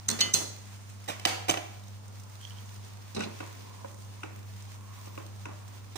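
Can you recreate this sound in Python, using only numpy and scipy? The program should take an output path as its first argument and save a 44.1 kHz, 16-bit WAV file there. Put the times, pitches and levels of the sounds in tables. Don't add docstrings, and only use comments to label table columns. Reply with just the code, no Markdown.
import sys
import numpy as np
from scipy import signal
from scipy.fft import rfft, irfft
from scipy.io import wavfile
from scipy.ndimage import uniform_filter1d, minimum_filter1d

SR = 44100
rng = np.random.default_rng(int(sys.argv[2]) if len(sys.argv) > 2 else 0)


def elevation(decibels):
    levels = np.asarray(decibels, float)
    return 10 ** (levels / 20)


def generate_wav(signal):
    frames = np.transpose(np.atleast_2d(signal))
    scaled = np.clip(frames, -1, 1) * 32767
    pcm = np.round(scaled).astype(np.int16)
    wavfile.write(sys.argv[1], SR, pcm)


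N = 263277
T = np.arange(N) / SR
COUNTER_LEAD, HANDLE_LEAD = 15, 9


def unit(x):
    return x / np.sqrt(np.mean(x ** 2))


def peak(x):
    return x / np.abs(x).max()


def colour(x, points):
    hz, db = np.transpose(points)
    f = np.maximum(np.fft.rfftfreq(x.shape[-1], 1 / SR), 1)
    return irfft(rfft(x) * elevation(np.interp(np.log(f), np.log(hz), db)), x.shape[-1])


def band(x, lo_hz, hi_hz):
    sos = signal.butter(2, [lo_hz, min(hi_hz, SR / 2.2)], "bandpass", fs=SR, output="sos")
    return signal.sosfilt(sos, x)


def walk(rate):
    k = int(SR / rate)
    held = np.repeat(rng.standard_normal(N // k + 1), k)
    return 1.2 * uniform_filter1d(uniform_filter1d(held, k), k)[:N]


def curves(table):
    s, *columns = np.transpose(table)
    return [np.interp(T, s, c) for c in columns]


def grains(rate, spread_db):
    clicks = (rng.random(N) < rate / SR) * rng.standard_normal(N)
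    return clicks * elevation(spread_db * np.minimum(rng.exponential(size=N), 5))


def glide(x, hz, width_hz, order=1):
    sos = signal.butter(order, width_hz / 2, fs=SR, output="sos")
    slow = signal.sosfilt(sos, x[0] + 1j * x[1])
    return unit((slow * np.exp(2j * np.pi * np.cumsum(hz) / SR)).real)


def aside(x, lead, left_db):
    return np.array([elevation(left_db) * x, np.roll(x, -lead)])


def ringing(modes, spot_hz, rough, chance):
    t = T[:SR // 3]
    hz, db, t60 = np.array(modes, float).T[:, :, None]
    phase = 2 * np.pi * hz * t + rough * hz / 3000 * np.cumsum(chance, axis=1)
    level_db = db - 6 * np.abs(np.log2(hz / spot_hz)) + 2 * chance[:, :1]
    return (elevation(level_db) * np.sin(phase) * 1000 ** (-t / np.minimum(t60, 0.45))).sum(0)


def thudding(hz, t60, noise):
    t = T[:SR // 3]
    decay = 1000 ** (-t / t60)
    tone = np.sin(2 * np.pi * hz * t) + 0.18 * np.sin(2 * np.pi * 1.5 * hz * t)
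    return (tone + unit(band(noise, 125, 3 * hz))) * decay


def blows(events, modes, crack, contact_ms, ring_db, spot_db, spot_t60, thud_hz, thud_t60, rough,
          echo_db, rise_s=0.0017):
    out, t = np.zeros((2, N + SR)), T[:SR // 3]
    rise = 1 - np.exp(-t / rise_s)
    push = rise * np.exp(-2000 * t / contact_ms)
    for s, peak_db, spot_hz, thud_db, tilt_db in events:
        chance = rng.standard_normal((len(modes) + 1, len(t)))
        ring = ringing(modes + [(spot_hz, spot_db, spot_t60)], spot_hz, rough, chance)
        thud = peak(thudding(thud_hz, thud_t60, chance[0]) * (1 - np.exp(-t / 0.0021)))
        snap = peak(push * colour(rng.standard_normal(len(t)), crack))
        even = unit(colour(1. * (t == t[256]), crack)) * np.std(snap)
        main = np.array([snap, even]) + elevation([[ring_db], [ring_db - 8]]) * peak(ring * rise)
        main = band(colour(main, [(1000, 0.0082), (8000, tilt_db)]), 216, 17700)
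        hit = main / np.abs(main[0]).max() + elevation([[thud_db], [thud_db - 4]]) * thud
        i = int(s * SR)
        out[:, i:i + len(t)] += elevation([[peak_db], [peak_db + echo_db]]) * hit
    return out[:, :N]


# pitch_hz, rms_db
HUM = [(100.2, -44.5), (200.4, -62.5), (300.6, -86)]


def hum():
    waver = .5 * walk(1.5) + .03 * walk(60)
    sway_db = 1.2 * walk(6) + 1.1 * walk(50)
    between = np.array([[.15], [0]])
    out = 0
    for k, (hz, db) in enumerate(HUM, 1):
        level = 2 ** .5 * elevation(db + sway_db + (k - 1) * 1.65 * walk(12))
        out = out + level * np.sin(2 * np.pi * hz * T + k * (waver + between))
    return out


# time_s, fizz_db
FIZZ = [(.6, -63.5), (1.8, -65), (2.1, -66), (2.56, -61.5), (2.9, -63.5), (3.25, -62), (3.5, -61),
        (4.3, -64), (4.85, -64), (5.05, -62), (5.3, -64.5), (5.8, -65)]
# freq_hz, density_db_per_hz
FIZZ_COLOUR = [(30, -22), (80, -12.5), (118, -4), (145, -16), (200, -9.5), (330, -18.5), (460, -18.5),
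               (1000, -17), (1600, -22.5), (2400, -24.5), (6100, -27.5), (11000, -31.5), (16000, -23)]


def broth(shared):
    db, = curves(FIZZ)
    burst = 1 + 0.18 * unit(signal.lfilter([1], [1, -.985], np.abs(grains(34, 0.55))))
    seethe_db = 0.55 * walk(13) + 1.2 * walk(30)
    share = np.sqrt(np.clip([shared, 1 - shared], 0, 1))
    out = 0
    for hz in 32 * 2. ** np.arange(10):
        noise = rng.standard_normal((3, N))
        noise = band(share[0] * noise[0] + share[1] * noise[1:], hz / 2 ** .5, hz * 2 ** .5)
        level = burst * elevation(db + seethe_db) if hz > 1200 else elevation(np.mean(db))
        out = out + noise * elevation(0.91 * walk(7.6)) * level
    steady = colour(rng.standard_normal(N), FIZZ_COLOUR)
    return colour(out, FIZZ_COLOUR) / np.std(band(steady, 1280, 8600)) * elevation(6.5)


# time_s, level_db
SLUMP = [(.08, -76), (.095, -38), (.18, -64), (.23, -36.5), (.32, -52), (.35, -46), (.42, -43), (.55, -70)]


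def slump():
    db, = curves(SLUMP)
    lumps = unit(band(grains(1500, 2.1), 330, 1140))
    lumps = lumps * elevation(db + 2.8 * walk(60.3)) * (T < SLUMP[-1][0])
    return aside(lumps, HANDLE_LEAD, -2.1)


# start_s, peak_db, spot_hz, thud_db, tilt_db (thud re peak, tilt over three octaves)
GRAZES = [(.188, -39.5, 4400, -30, -8), (.082, -43, 6300, -29, 3), (.330, -45, 6550, -31, 30),
          (.3325, -48, 6220, -34, 23), (1.077, -47.5, 1950, -11, 4), (1.083, -38, 813, -8.5, -3.5),
          (1.097, -43, 2380, -1, -11), (1.114, -52, 1130, -4, 1), (1.482, -35, 2380, -12, -2)]
# pitch_hz, level_db, t60_s
COUNTER = [(608, -2, 0.15), (712, 8.5, 0.097), (764, 5.5, 0.053), (1100, -2, 0.033), (1970, -7, 0.063),
           (2300, 9, 0.0079), (2620, -15, 0.17), (3063, 7.5, 0.029), (4780, 2, 0.025), (6940, -30, 0.013)]
# freq_hz, density_db_per_hz
COUNTER_CRACK = [(290, -16.5), (500, -1.5), (720, 1), (1100, -5), (2290, -0.5), (5310, -8.5), (6330, -7.5),
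                 (7860, -8.5), (8960, -10.5), (12500, -8.5), (16000, -5.5)]


def grazes():
    return blows(GRAZES, COUNTER, COUNTER_CRACK, contact_ms=35, ring_db=-4.5, spot_db=9.5, spot_t60=0.093,
                 thud_hz=313, thud_t60=0.04, rough=0.11, echo_db=-7.5, rise_s=0.0023)


# start_s, peak_db, spot_hz, thud_db, tilt_db
KNOCKS = [(0.0862, -9.5, 6700, -20.5, 11), (0.0895, -17.5, 4200, -40, -29), (0.1000, -15, 6600, -38, 6),
          (0.1120, -18.5, 5850, -14, 14), (0.2055, -11, 4400, -18.5, -3), (0.2090, -13.5, 6110, -50, -4),
          (0.2137, -17, 3050, -49, -15), (0.3362, -8, 6400, -36, 18), (0.3385, -2.5, 6170, -23, 9.5),
          (0.3400, -5.5, 4300, -26, 7), (0.3465, -12, 6600, -44, -3)]
# pitch_hz, level_db, t60_s
STRAINER = [(1500, -7, 0.018), (4200, 6, 0.022), (8200, -1, 0.015)]
# freq_hz, density_db_per_hz
STRAINER_CRACK = [(300, -13), (800, -31), (1500, 1.5), (2400, -4), (3100, -3), (4300, 1.5), (5300, 0),
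                  (6400, 3), (8500, -0.5), (12500, -3), (16000, 4)]


def knocks():
    return blows(KNOCKS, STRAINER, STRAINER_CRACK, contact_ms=3.5, ring_db=-5, spot_db=12, spot_t60=0.0091,
                 thud_hz=228, thud_t60=0.46, rough=0.0065, echo_db=-7)


# pitch_hz, t60_s, left_over_right_db
RIM = [(1780, 0.35, 0), (1900, 0.1, 5.5), (2036, 0.64, -1), (2400, 0.79, 7), (2664, 0.26, -4),
       (2966, 0.31, -4), (3126, 0.25, 8), (3420, 0.44, 2), (3530, 0.23, -2), (4180, 0.12, -2),
       (4387, 0.15, 0), (5850, 0.079, 9), (6500, 0.48, -2), (6600, 0.17, -5)]
RIM_STRUCK_S = (0.1, .207, .339)
# first_db, second_db, third_db
RIM_SWING = [(-43.5, -65, -61), (-58, -36, -56), (-49, -34, -45), (-54, -49, -48.5), (-43, -36, -36),
             (-49, -27, -39), (-47, -29, -37), (-45, -46, -38), (-38, -33, -46), (-32, -30, -21.5),
             (-32, -16, -31), (-36, -27, -40), (-46, -46, -47), (-40, -30, -38)]


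def clang():
    out = np.zeros((2, N))
    hz, t60, pan_db = np.array(RIM).T[:, :, None]
    ends = tuple(RIM_STRUCK_S[1:]) + (1,)
    for s, until, db in zip(RIM_STRUCK_S, ends, np.array(RIM_SWING).T[:, :, None]):
        t = T[:int((until - s) * SR)]
        phase = 2 * np.pi * (hz * t + rng.random((2, len(hz), 1)))
        drift = np.cumsum(rng.standard_normal((len(hz), SR)), axis=1)[:, :len(t)]
        phase = phase + 0.021 * hz / 3000 * drift
        swing = elevation(db + np.array([pan_db, -pan_db]) / 2) * 1000 ** (-t / t60) * (1 - np.exp(-t / 0.0021))
        i = int(s * SR)
        out[:, i:i + len(t)] += (swing * np.sin(phase)).sum(1) * np.minimum((t[-1] - t) / .004, 1)
    return out


# start_s, peak_db, pitch_hz
POPS = [(0.654, -40, 1990), (0.8994, -39, 2100), (0.9398, -56, 7440), (1.041, -36, 2020),
        (1.8357, -40, 3590), (1.8806, -39, 6100), (2.08, -39, 6370), (2.1989, -38, 5700),
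        (2.234, -37, 4400), (2.2974, -39, 1920), (2.6574, -39, 6220), (2.7057, -46, 6090),
        (2.7424, -42, 8630), (2.847, -37.5, 4220), (3.6067, -51, 5830), (3.943, -37.5, 1855),
        (4.218, -41, 2550), (4.6224, -37.5, 6030), (4.87, -62, 5100), (4.9872, -41, 1870),
        (5.0576, -38, 1787), (5.36, -43, 4340), (5.682, -40, 6940)]


def pops():
    out, t = np.zeros(N + SR), T[:1024]
    decay = np.exp(-t / 0.0049)
    for s, db, hz in POPS:
        spray = band(rng.standard_normal(len(t)), 4500, 15600) * decay
        ring = .5 * np.sin(2 * np.pi * hz * t * (1 + 12 * t)) * decay
        i = int(s * SR)
        out[i:i + len(t)] += elevation(db - 9.5) * (spray + ring)
    return out[:N]


# start_s, peak_db, spot_hz, thud_db, tilt_db
SET_DOWN = [
    (1.196, -29.5, 2170, -18, -1),
    (1.2512, -8, 4464, -28, -4.5),
    (1.2535, -18, 1900, -16, -19),
    (1.2575, -17, 3160, -5, 4),
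]
# start_s, peak_db, spot_hz, thud_db, tilt_db
SETTLE = [(1.4912, -17, 635, -1, -5), (1.4940, -14.5, 2980, -12, -3), (1.4970, -13, 2300, -37, -5),
          (1.4985, -18.5, 6300, -6, 11), (1.5090, -16, 2380, -8, 4), (1.5185, -21, 800, -15, 0),
          (1.5395, -18.5, 2290, -13, -16), (1.5430, -28, 750, -21, -21), (1.5715, -19.5, 2520, -8.5, -12),
          (1.5740, -26, 784, -15, -7)]


def put_down():
    land = blows(SET_DOWN, COUNTER, COUNTER_CRACK, contact_ms=3.1, ring_db=-4, spot_db=8.5, spot_t60=0.02,
                 thud_hz=326.5, thud_t60=0.052, rough=0.1, echo_db=-2.5)
    rock = blows(SETTLE, COUNTER, COUNTER_CRACK, contact_ms=3.5, ring_db=-2, spot_db=12, spot_t60=0.019,
                 thud_hz=316, thud_t60=0.054, rough=0.064, echo_db=-9)
    return land + rock


# start_s, length_s, level_db, hollow_hz
STROKES = [(2.21, 0.78, -67, 997), (3.096, 0.44, -57, 974), (3.45, 0.67, -59.5, 984),
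           (4.114, 0.26, -61.5, 1057), (4.597, 0.724, -61.5, 1022), (5.45, .5, -67, 1029)]


def strokes(lag_s):
    level = elevation(-75)
    for s, length, db, _ in STROKES:
        level = level + elevation(db) * np.sin(np.pi * np.clip((T - s - lag_s) / length, 0, 1))
    return level


def stir():
    s, length, _, hz = np.transpose(STROKES)
    jerk_db, lap_db = 2.2 * walk(30), 2.5 * walk(14)
    hz = np.interp(T, s + length / 2, hz) * (1 + 0.021 * walk(12))
    rice = np.array([grains(900, 2.5), grains(900, 2.5)])
    hollow = glide(rice, hz, 190, order=2) * elevation(jerk_db) * strokes(0)
    slosh = unit(band(rng.standard_normal(N), 203, 540))
    return hollow + slosh * elevation(1.5 + lap_db) * strokes(lag_s=0.1)


# start_s, loudest_s, end_s, level_db, ring_hz (when loudest)
DRAGS = [(2.40, 2.45, 2.49, -49, 3200), (2.503, 2.508, 2.535, -49.5, 3020), (2.54, 2.58, 2.605, -53, 3130)]
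# time_s, over_common_slip_db
CATCHES = [(2.4315, 10), (2.451, 17), (2.507, 10), (2.571, 12), (2.585, 17)]


def rub():
    fade_db, rise_hz_s = -11, 2500
    gain, hz = np.zeros(N), np.full(N, 1. * DRAGS[0][4])
    for start, top, end, db, ring_hz in DRAGS:
        on = (T > start) & (T < end)
        gain[on] = elevation(db + np.interp(T[on], [start, top, end], [fade_db, 0, fade_db]))
        hz[on] = ring_hz + rise_hz_s * (T[on] - top)
    slips = np.array([grains(600, 1.), grains(600, 1.)])
    for s, db in CATCHES:
        slips[0, int(s * SR)] = elevation(db)
    tone = glide(slips, hz, 150)
    tone = tone + elevation(-12) * glide(slips, 1.33 * hz, 300) + elevation(-11) * glide(slips, 1.88 * hz, 400)
    return tone * gain


# start_s, peak_db, spot_hz, thud_db, tilt_db
PICK_UP = [(3.1470, -32, 6200, 0, 19), (3.1625, -30, 4200, 3.5, 5), (3.166, -34, 2650, 9, 3),
           (3.191, -31.5, 8500, 6, 4), (3.2040, -26.5, 2620, -3, 0), (3.2060, -28.5, 1450, -13, 0),
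           (3.221, -26.5, 1500, -15, -2), (3.2265, -32, 5200, 1, 6), (3.2350, -25.5, 3330, -9, -3),
           (3.259, -44, 1900, 10.5, -6)]
# pitch_hz, level_db, t60_s
JAR = [(556, -9, 0.04), (1020, -1, 0.05), (1500, 13.5, 0.055), (2650, 7.5, 0.088), (3390, -1, 0.04),
       (4200, 10, 0.076)]
# freq_hz, density_db_per_hz
WOOD_CRACK = [(290, 13), (600, -9.5), (1500, 7.5), (2600, 10.5), (3500, -3.5), (6500, -4), (11800, -12),
              (16000, -24)]


def pick_up():
    return blows(PICK_UP, JAR, WOOD_CRACK, contact_ms=3.5, ring_db=-2, spot_db=0, spot_t60=0.02,
                 thud_hz=215, thud_t60=0.19, rough=0.16, echo_db=-7.5)


# start_s, peak_db, spot_hz, thud_db, tilt_db
TAPS = [(3.4035, -37, 1310, -3.5, -8.5), (3.425, -51, 904, 6, -2), (3.8445, -33.5, 960, -13.5, -47),
        (4.232, -37, 1500, -3, -2), (4.257, -51, 1480, 1, -6), (5.069, -49.5, 600, -1, 1),
        (5.1755, -41.5, 1100, -1.5, -12), (5.198, -47.5, 1043, -1, -10), (5.454, -39.5, 1410, -3, -2),
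        (5.485, -49, 1400, 5, -1), (5.252, -61, 602, -6, -20), (5.509, -59, 904, 12.5, -10)]
# pitch_hz, level_db, t60_s
POT_FLOOR = [(542, 14, 0.034), (1013, -7, 0.046), (1480, 6, 0.03), (2620, 11, 0.023), (1140, -7, 0.022)]


def taps():
    return blows(TAPS, POT_FLOOR, WOOD_CRACK, contact_ms=5.5, ring_db=1.5, spot_db=5, spot_t60=0.019,
                 thud_hz=318, thud_t60=0.11, rough=0.1, echo_db=-4.5)


# start_s, peak_db, spot_hz, thud_db, tilt_db
LAST_TOUCH = [(5.955, -36, 2370, -5, -6)]


def last_touch():
    return blows(LAST_TOUCH, COUNTER, COUNTER_CRACK, contact_ms=29, ring_db=-29, spot_db=-16, spot_t60=0.039,
                 thud_hz=335, thud_t60=0.03, rough=0.03, echo_db=-20, rise_s=0.0027)


def nearby(x, db, fade_ms, above_hz):
    t = T[:512]
    scatter = band(rng.standard_normal((2, len(t))) * np.exp(-1000 * t / fade_ms), above_hz, SR / 2)
    scatter = scatter / np.sqrt(np.sum(scatter ** 2, axis=1, keepdims=True))
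    return signal.fftconvolve(x, elevation(db) * scatter + (t == 0), axes=1)[:, :N]


# freq_hz, t60_s
KITCHEN_T60 = [(150, 0.55), (700, 0.72), (2500, 0.61), (6000, 0.53), (14000, 0.34)]


def kitchen(x, first_ms, swell_ms, shared):
    t, tail = T[:SR], 0
    hz, t60 = np.transpose(KITCHEN_T60)
    for f in 90 * 2. ** np.arange(8):
        noise = rng.standard_normal((3, SR))
        noise = np.sqrt(shared) * noise[0] + np.sqrt(1 - shared) * noise[1:]
        decay = 1000 ** (-t / np.interp(np.log(f), np.log(hz), t60))
        tail = tail + band(noise, f / 2 ** .5, f * 2 ** .5) * decay
    tail = tail / (1 + np.exp(-(1000 * t - first_ms) / swell_ms))
    return signal.fftconvolve(x[None], tail / np.sqrt(np.sum(tail[1] ** 2)), axes=1)[:, :N]


def scene():
    strainer, counter, brushes = knocks(), put_down(), grazes()
    jar, spoon, touch, scuff = pick_up(), taps(), last_touch(), rub()
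    near = elevation(0.5) * strainer + elevation(9.5) * spoon + jar
    far = elevation(2) * counter + elevation(18) * brushes
    lean = (elevation([[1], [0]]) - 1) * strainer[0]
    dry = near[0] + lean + aside(far[0], COUNTER_LEAD, -4.1)
    dry = dry + elevation(11) * aside(touch[0], COUNTER_LEAD, -29) + stir() + pops()
    wet = near[1] + np.roll(far[1], int(0.0065 * SR)) + elevation(-28) * scuff
    direct = nearby(dry, db=-4, fade_ms=1, above_hz=2260) + aside(scuff, HANDLE_LEAD, -7.5)
    echoes = kitchen(wet, first_ms=5.7, swell_ms=0.19, shared=0.022)
    return direct + echoes + broth(shared=0.0099) + hum() + clang() + slump()


def limiter(x):
    limit_db, look_ahead_s = -4, .016
    ahead = int(look_ahead_s * SR)
    need = np.minimum(1, elevation(limit_db) / (np.abs(x).max(0) + 1e-9))
    return x * uniform_filter1d(np.roll(minimum_filter1d(need, ahead), -ahead // 4), ahead // 2)


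# freq_hz, gain_db
LEFT_PORT = [(60, 0), (250, -1.5), (700, -3), (2400, -1.5), (7000, -0.5), (9000, -9.5), (10500, -49),
             (15000, -80)]
# freq_hz, gain_db
MIC = [(30, 2), (75, -2), (5000, 0.9), (6300, 3.5), (7600, 0.5), (9200, 4), (11000, -3), (13300, -8),
       (14600, -2.5), (15500, 0.5), (15800, -43)]


def ports(x):
    port_lag = 37
    hiss_level = elevation(-85 + 1.6 * walk(15))
    hiss = band(band(rng.standard_normal((2, N)), 15000, 16600), 15000, 16600)
    heard = x + hiss_level * unit(hiss)
    both = np.array([colour(heard[0], LEFT_PORT), np.roll(heard[1], port_lag)])
    return colour(both, MIC)


def top_cut(x):
    return signal.sosfilt(signal.butter(12, 16480, fs=SR, output="sos"), x)


def record(dry):
    mix = limiter(ports(dry))
    return top_cut(mix)


dry = scene()
out = record(dry)
generate_wav(out)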